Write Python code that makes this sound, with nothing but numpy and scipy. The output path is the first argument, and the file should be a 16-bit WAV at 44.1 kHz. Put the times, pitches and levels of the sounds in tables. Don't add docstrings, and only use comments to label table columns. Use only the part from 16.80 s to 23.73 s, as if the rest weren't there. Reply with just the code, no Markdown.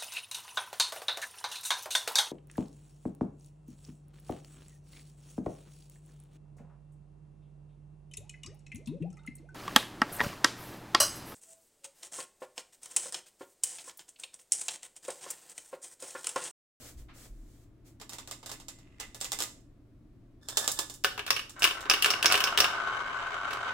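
import sys
import numpy as np
from scipy import signal
from scipy.fft import rfft, irfft
from scipy.io import wavfile

SR = 44100
rng = np.random.default_rng(int(sys.argv[2]) if len(sys.argv) > 2 else 0)


def generate_wav(sig):
    pcm = np.round(np.clip(np.atleast_2d(sig).T, -1, 1) * 32767).astype(np.int16)
    wavfile.write(sys.argv[1], SR, pcm)


N = 305613
BLOW_SAMPLES = 8192
TIME_S, FREQ_HZ = np.arange(N) / SR, np.fft.rfftfreq(N, 1 / SR)
BLOW_TIME_S, BLOW_FREQ_HZ = np.arange(BLOW_SAMPLES) / SR, np.fft.rfftfreq(BLOW_SAMPLES, 1 / SR)
KNOCK_HZ, CLACK_HZ, PING_HZ = 1480, 2850, 5420

# t/s, length/s, level/dB
SOFT_RUSTLES = [(-.025, 0.12, -50.5), (.16, 0.033, -56), (.33, 0.13, -55), (.5, 0.26, -72),
                (.65, 0.19, -70.5), (1.04, 0.038, -59)]
# t/s, level/dB, f/Hz, width/oct, decay/s
FLOOR_BUMPS = [(0.138, -46, 30, 0.9, 0.088), (0.282, -57.5, 1420, 0.98, 0.043),
               (0.496, -42.5, 34.5, 0.29, 0.073)]
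# t/s, relative level/dB, hardness/(dB/oct)
CUP_KNOCKS = [(1.1991, -50, -3), (1.213, -43.5, -1.7), (1.2936, -42.5, 0.5), (1.322, -46, -2.5),
              (1.333, -40.5, -.5), (1.384, -40.5, -1), (1.4742, -43.5, -1), (1.5112, -36.5, -0.5),
              (1.629, -48, -4.5), (1.66, -41, 0.1), (1.6935, -41, -2), (1.715, -38, -1),
              (1.7996, -48, -1.5), (1.883, -41.5, 1), (1.9865, -57, -1.5), (2.1998, -36.5, -0.1),
              (2.3456, -43, 0), (2.4039, -49.5, 4), (2.4119, -32.5, 1), (2.4444, -35, 1), (2.5191, -30, 1),
              (2.53, -35.5, 0), (2.5883, -33.5, 0.5), (2.6037, -29.5, -0.4), (2.6222, -31, 1.5),
              (3.6861, -34.5, 1), (3.7712, -21, 1.5), (3.7858, -42, 8), (3.8434, -36, -1),
              (3.8773, -22, 0.5), (3.917, -38.5, 8.5), (3.9895, -25, 0.1), (4.0028, -41, 2),
              (4.098, -40.5, 0.6), (4.14, -51, 5), (4.6945, -47.5, 1.6), (4.794, -49.5, 6),
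              (5.007, -42, -2.5)]
# t/s, length/s, relative level/dB
CUP_SLIDES = [(1.9, 0.55, -69.5), (2.19, 0.039, -44.5), (3.61, 0.054, -62.5), (3.67, 0.12, -50),
              (3.78, 0.053, -38.5), (3.96, 0.051, -41.5)]
# t/s, relative level/dB, hardness/(dB/oct), ring f/Hz
TRACK_KNOCKS = [(4.2389, -40.5, 5.5, PING_HZ), (4.2454, -20, -0.3, KNOCK_HZ), (4.3776, -37, -2, KNOCK_HZ),
                (4.3930, -36.5, -2, CLACK_HZ), (4.4646, -37.5, 2, KNOCK_HZ), (4.4775, -36, -1, KNOCK_HZ),
                (4.5049, -21, 0, PING_HZ), (4.5640, -34, 1.5, CLACK_HZ), (4.5928, -37.5, 0.5, CLACK_HZ),
                (4.8213, -28.5, 1, CLACK_HZ), (4.8301, -26.5, 1, PING_HZ), (4.8413, -21, 3, CLACK_HZ),
                (4.851, -23, 0, KNOCK_HZ), (4.874, -31.5, 1, CLACK_HZ), (4.9094, -36.5, -1.5, CLACK_HZ),
                (5.0552, -42.5, -5.5, KNOCK_HZ), (5.0983, -19.5, 1.3, PING_HZ),
                (5.111, -24.5, -1, CLACK_HZ), (5.1369, -27.5, 0.9, CLACK_HZ),
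                (5.2232, -26.5, 5.5, CLACK_HZ), (5.2446, -23.5, 0.9, CLACK_HZ),
                (5.2594, -22, 0.4, KNOCK_HZ), (5.28, -36, -4.5, KNOCK_HZ), (5.3038, -24, .5, PING_HZ),
                (5.3366, -31, -3, CLACK_HZ), (5.4271, -27.5, 2.5, CLACK_HZ),
                (5.4445, -24.5, -2.5, KNOCK_HZ), (5.458, -18.5, 1, PING_HZ), (5.5007, -28.5, -4, KNOCK_HZ),
                (5.5132, -28, -2.5, PING_HZ), (5.5228, -19.5, 1.8, KNOCK_HZ),
                (5.542, -26.5, -2.6, CLACK_HZ), (5.5535, -27.5, 1.3, CLACK_HZ),
                (5.5763, -28.5, 0.3, KNOCK_HZ), (5.6039, -29, 2, CLACK_HZ), (5.6396, -24.5, 1, PING_HZ),
                (5.6727, -32, -1, CLACK_HZ), (5.7754, -24, 2, CLACK_HZ), (5.7866, -23.5, 0.4, KNOCK_HZ),
                (5.803, -19, 1, PING_HZ), (5.8196, -34, -6.5, CLACK_HZ), (5.843, -26, -1, CLACK_HZ),
                (6.7077, -37.5, -2.5, KNOCK_HZ), (6.7327, -37, -1, KNOCK_HZ)]
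# t/s, level/dB
FUNNEL_ENTRIES = [(4.73, -43.5), (5.02, -43), (5.2, -44.5), (5.42, -41.5), (5.52, -39), (5.8, -45.5)]

CUP_EDGES_HZ = [300, 2500, 6000, 16000]
TRACK_EDGES_HZ = [300, 2000, 4200, 6500, 16000]
CUP_SHARES_DB = [-5.5, -1, -2]
TRACK_SHARES_DB = [0.5, -2, -6, -9.5]

# f/Hz, relative level/dB
RUMBLE_SPECTRUM = [(12, -40), (20, 1.5), (48, -4.5), (86, -6.5), (110, -7.5), (193, -13.5), (301, -6.5),
                   (357, -14), (422, -22), (485, -27), (660, -24.5), (780, -34), (1150, -34), (1610, -38),
                   (16000, -58)]
RUSTLE_SPECTRUM = [(150, -13), (500, 4), (900, -5.5), (1900, -4.5), (2800, -6), (5500, -4), (7600, -1),
                   (10000, -7.5), (15500, -10.5)]
CUP_SPECTRUM = [(60, -35.5), (250, -7.5), (500, -2), (900, -0.5), (1500, -2), (2200, -5.5), (3000, 3),
                (6500, 7.5), (9500, 5.5), (13000, 1.5), (16000, -2)]
UPRIGHT_SPECTRUM = [(1500, 1), (12000, -23)]
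TIPPED_SPECTRUM = [(1500, 7.5), (2500, -12), (4000, -3.5), (12000, -10)]
TRACK_SPECTRUM = [(60, -14.5), (200, -16.5), (320, -5), (600, -5.5), (900, -9), (1300, 1), (2000, 1),
                  (3000, 5), (6500, 1.5), (10000, 1.5), (12500, -5.5), (16000, -15.5)]
FUNNEL_SPECTRUM = [(60, -19), (220, -14), (330, -16), (600, 0), (900, -2), (1150, 3.5), (1800, -4.5),
                   (2600, -4.5), (4000, -13.5), (5500, -20.5), (7500, -23), (11000, -41.5), (16000, -45)]
TICK_SPECTRUM = [(1400, 3.5), (2500, 5), (7000, 15), (14000, 3)]

# f/Hz, width/Hz, level/dB above the broad shape
CUP_MODES = [(1215, 50, 5.5), (1724, 12, 7.5), (2140, 38, 4), (3576, 36, 7), (3720, 46, 5.5),
             (5370, 190, 3), (7350, 560, 7), (8180, 250, 3.5)]
UPRIGHT_MODES = [(2030, 70, 24.3), (2620, 300, 17)]
TIPPED_MODES = [(1730, 97, 14.8), (3580, 140, 14.3), (5200, 250, 7.7)]
TRACK_MODES = [(407, 13, 9.8), (440, 19, 1.2), (745, 12.6, 16), (1050, 290, 7.3), (1230, 74, 8.6),
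               (1540, 54, 5.9), (1629, 17, 14.2), (1754, 25, 11.3), (2245, 23, 11.4), (2650, 180, 9.8),
               (2490, 300, 0.9), (2930, 130, 9.5), (3260, 59, 3.8), (3640, 240, 4.3), (4370, 42, 1.3),
               (4680, 71, 4.3), (5390, 100, 5.7), (14800, 810, 16.7)]
FUNNEL_MODES = [(389, 17, 12), (695, 36, 1.1), (1064, 110, 3.5), (1241, 24, 9.6), (1370, 33, 10.6),
                (1505, 57, 15.3), (1566, 24, 11), (1640, 23, 5.2), (2224, 40, 3.5), (2944, 130, 2.4)]

# f/Hz, T60/s
ROOM_T60 = [(200, 1), (800, 0.35), (2000, 0.35), (4000, 0.34), (8000, 0.36), (15000, 0.26)]
# f/Hz, correlation
EAR_CORRELATION = [(40, 0.98), (200, 0.88), (900, 0.75), (1500, 0.37), (2100, 0.47), (2900, 0.11),
                   (3900, 0.3), (5000, -0.012), (8000, 0.71), (15000, 1)]
# f/Hz, level/dB
PORT_BALANCE = [(600, 0.81), (1200, 1.7), (2800, 0.3), (5000, -1.1), (10000, 0.3)]


def amp(db):
    return 10 ** (np.asarray(db) / 20)


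def unit_rms(x):
    return x / np.sqrt(np.mean(x ** 2) + 1e-20)


def curve(points, hz):
    points_hz, values = np.transpose(points)
    return np.interp(np.log(hz + 1), np.log(points_hz), values)


def add(mix, start_s, sound):
    part = mix[:, max(round(start_s * SR), 0):][:, :sound.shape[1]]
    part += sound[:, :part.shape[1]]


def min_phase(gain):
    cepstrum = irfft(np.log(np.maximum(gain, 1e-9)))
    half = len(cepstrum) // 2
    cepstrum[1:half] *= 2
    cepstrum[half + 1:] = 0
    return np.exp(rfft(cepstrum))


def diffuse(samples):
    left, other = rfft(rng.standard_normal((2, samples)))
    correlation = np.clip(curve(EAR_CORRELATION, np.fft.rfftfreq(samples, 1 / SR)), -1, 1)
    right = correlation * left + np.sqrt(1 - correlation ** 2) * other
    return irfft(np.array([left, right]), samples)


def shaped_noise(spectrum):
    return unit_rms(irfft(rfft(diffuse(N)) * amp(curve(spectrum, FREQ_HZ)), N))


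def swell(start_s, length_s, rise_s, fade_s):
    age_s = np.maximum(TIME_S - start_s, 0)
    return (1 - np.exp(-age_s / rise_s)) ** 2 * np.exp(-np.maximum(age_s - length_s, 0) / fade_s)


def movements(rows, rise_s, fade_s):
    return np.sqrt(sum((amp(db) * swell(start_s, length_s, rise_s, fade_s)) ** 2
                       for start_s, length_s, db in rows))


def background(rumble_db=-57, hum_hz=118, hum_db=-63.5):
    hum = np.sqrt(2) * np.sin(2 * np.pi * hum_hz * TIME_S)
    return amp(rumble_db) * shaped_noise(RUMBLE_SPECTRUM) + amp(hum_db) * hum


def soft_rustles():
    return shaped_noise(RUSTLE_SPECTRUM) * movements(SOFT_RUSTLES, rise_s=0.018, fade_s=0.031)


def floor_bumps():
    out = np.zeros((2, N))
    samples = SR // 2
    age_s, hz = np.arange(samples) / SR, np.fft.rfftfreq(samples, 1 / SR)
    for start_s, db, centre_hz, width_oct, decay_s in FLOOR_BUMPS:
        band = np.exp(-(np.log2((hz + 1) / centre_hz) / width_oct) ** 2 / 2)
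        push = irfft(rfft(diffuse(samples)) * band, samples)
        envelope = np.exp(-age_s / decay_s) * (1 - np.exp(-4 * age_s / decay_s))
        add(out, start_s, amp(db) * unit_rms(push * envelope) * np.sqrt(decay_s * SR / samples))
    return out


def shell(spectrum, modes, hz, spread_db=0):
    power = 1
    for mode_hz, width_hz, db in modes:
        peak = amp(db + spread_db * rng.standard_normal())
        power += peak ** 2 / (1 + (2 * (hz - mode_hz) / width_hz) ** 2)
    return amp(curve(spectrum, hz)) * np.sqrt(power)


def octaves_above(edges_hz, hz):
    return np.log2(np.sqrt(np.multiply(edges_hz[:-1], edges_hz[1:])) / hz)


def blow_levels(db, hardness_db_per_oct, edges_hz, shares_db, pivot_hz=3000):
    return db + np.array(shares_db) + hardness_db_per_oct * octaves_above(edges_hz, pivot_hz)


def knock(levels_db, edges_hz, spectrum, modes, scatter_db, scatter_s, bounce_db, bounce_s, lag_samples):
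    hz = BLOW_FREQ_HZ
    clicks = np.zeros(BLOW_SAMPLES)
    rebounds_s = rng.uniform(0.003, bounce_s, size=4)
    rebound_gains = amp(bounce_db) * rng.standard_normal(size=4) * np.exp(-rebounds_s / bounce_s)
    clicks[(rebounds_s * SR).astype(int)] = rebound_gains
    clicks[0] = 1
    late_left = np.roll(clicks, max(round(lag_samples + rng.standard_normal()), 0))
    scatter = diffuse(BLOW_SAMPLES) * np.exp(-BLOW_TIME_S / scatter_s) * np.sqrt(2 / (scatter_s * SR))
    drive = np.array([late_left, clicks]) + amp(scatter_db) * scatter
    body = shell(spectrum, modes, hz, spread_db=2)
    delay_s = 0.0011 * np.exp(-hz / 9000)
    ringing = rfft(drive) * min_phase(body) * np.exp(-2j * np.pi * np.cumsum(delay_s) * hz[1])
    attack_samples = SR // 200
    attack = rfft(irfft(ringing)[:, :attack_samples], BLOW_SAMPLES)
    power = (abs(attack) ** 2).mean(0) * 2 / (BLOW_SAMPLES * attack_samples)
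    contact = [(np.sqrt(low * high), db - 10 * np.log10(power[(hz >= low) & (hz < high)].sum()))
               for low, high, db in zip(edges_hz, edges_hz[1:], levels_db)]
    return irfft(ringing * min_phase(amp(curve(contact, hz))))


def cup_knocks():
    out = np.zeros((2, N))
    for start_s, db, hardness in CUP_KNOCKS:
        levels_db = blow_levels(db, hardness, CUP_EDGES_HZ, CUP_SHARES_DB)
        slither_db = np.clip(-0.4 * (levels_db[-1] + 34.5), -4, 5)
        blow = knock(levels_db, CUP_EDGES_HZ, CUP_SPECTRUM, CUP_MODES, scatter_db=3.5 + slither_db,
                     scatter_s=0.019, bounce_db=-8, bounce_s=0.025, lag_samples=10)
        add(out, start_s, blow)
    return out


def cup_roll(tipped_at_s=3.2, nudge_db=-3.5, grain_samples=64):
    grain_db = 3 * np.repeat(rng.exponential(size=N // grain_samples + 1), grain_samples)[:N]
    grit = unit_rms(diffuse(N) * amp(grain_db))
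    wall = rfft(grit) * shell(CUP_SPECTRUM, CUP_MODES, FREQ_HZ)
    upright = unit_rms(irfft(wall * shell(UPRIGHT_SPECTRUM, UPRIGHT_MODES, FREQ_HZ), N))
    tipped = unit_rms(irfft(wall * shell(TIPPED_SPECTRUM, TIPPED_MODES, FREQ_HZ), N))
    nudges = [(start_s, 0, db + nudge_db) for start_s, db, _ in CUP_KNOCKS]
    nudged = movements(nudges, rise_s=0.015, fade_s=0.02)
    tilted = movements(CUP_SLIDES, rise_s=0.0091, fade_s=0.027)
    return np.where(TIME_S < tipped_at_s, upright, tipped) * np.hypot(nudged, tilted)


def track_knocks(spot_db=7.5, spot_width_oct=0.42, ring_q=11.3, ring_db=14):
    out = np.zeros((2, N))
    for start_s, db, hardness, ring_hz in TRACK_KNOCKS:
        lift_db = spot_db * np.exp(-(octaves_above(TRACK_EDGES_HZ, ring_hz) / spot_width_oct) ** 2 / 2)
        levels_db = blow_levels(db, hardness, TRACK_EDGES_HZ, TRACK_SHARES_DB) + lift_db
        modes = TRACK_MODES + [(ring_hz, ring_hz / ring_q, ring_db)]
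        slither_db = np.clip(-0.2 * (db + 27.5), -2, 2)
        blow = knock(levels_db, TRACK_EDGES_HZ, TRACK_SPECTRUM, modes, scatter_db=2.3 + slither_db,
                     scatter_s=0.0085, bounce_db=-12.5, bounce_s=0.032, lag_samples=2.6)
        add(out, start_s, blow)
    return out


def funnel_roll(taps_per_s=900, ticks_per_s=22, tick_db=-19, scatter_s=0.0033, slowing_db_per_s=1):
    body = shell(FUNNEL_SPECTRUM, FUNNEL_MODES, BLOW_FREQ_HZ)
    bright_body = body * amp(curve(TICK_SPECTRUM, BLOW_FREQ_HZ))
    out = np.zeros((2, N))
    for start_s, db in FUNNEL_ENTRIES:
        path = rfft(diffuse(BLOW_SAMPLES) * np.exp(-BLOW_TIME_S / scatter_s))
        kicks = amp(2.5 * np.minimum(rng.exponential(size=N), 4)) * rng.choice([-1, 1], N)
        draw_per_s = rng.random(N) * SR * len(FUNNEL_ENTRIES)
        run_up = swell(start_s, np.inf, rise_s=0.039, fade_s=1)
        envelope = run_up * amp(db - slowing_db_per_s * (TIME_S - start_s))
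        for rate_per_s, colour, gain in (taps_per_s, body, 1), (ticks_per_s, bright_body, amp(tick_db)):
            taps = kicks * (draw_per_s < rate_per_s)
            ringing = signal.oaconvolve(taps[None], irfft(path * min_phase(colour)), axes=1)[:, :N]
            out += gain * envelope * np.array([unit_rms(channel) for channel in ringing])
    return out


def room_tail(x, build_s=0.004):
    hz, age_s, frames = signal.stft(diffuse(SR * 2 // 3), SR, nperseg=256)
    decay = 1000 ** (-age_s / curve(ROOM_T60, hz)[:, None])
    tail = signal.istft(frames * decay, SR, nperseg=256)[1]
    tail *= 1 - np.exp(-(np.arange(tail.shape[1]) / SR / build_s) ** 2)
    return signal.fftconvolve(x, tail / np.linalg.norm(tail[0]), axes=1)[:, :N]


def scene():
    jostle = (amp(-1.92) * cup_knocks() + cup_roll()) * amp([[-1.5], [1.3]])
    clatter = track_knocks() * amp([[-0.3], [0.1]])
    circling = funnel_roll()
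    tail = room_tail(amp(-9.5) * jostle + amp(-7.5) * clatter + amp(-6.5) * circling)
    return jostle + clatter + circling + tail + soft_rustles() + floor_bumps() + background()


def record(dry, cutoff_hz=16150):
    balance_db = curve(PORT_BALANCE, FREQ_HZ)
    ports = irfft(rfft(dry) * amp(np.array([balance_db, -balance_db]) / 2), N)
    lowpass = signal.firwin(401, cutoff_hz, window=("kaiser", 9), fs=SR)
    return signal.oaconvolve(ports, lowpass[None], "same")


dry = scene()
out = record(dry)
generate_wav(out)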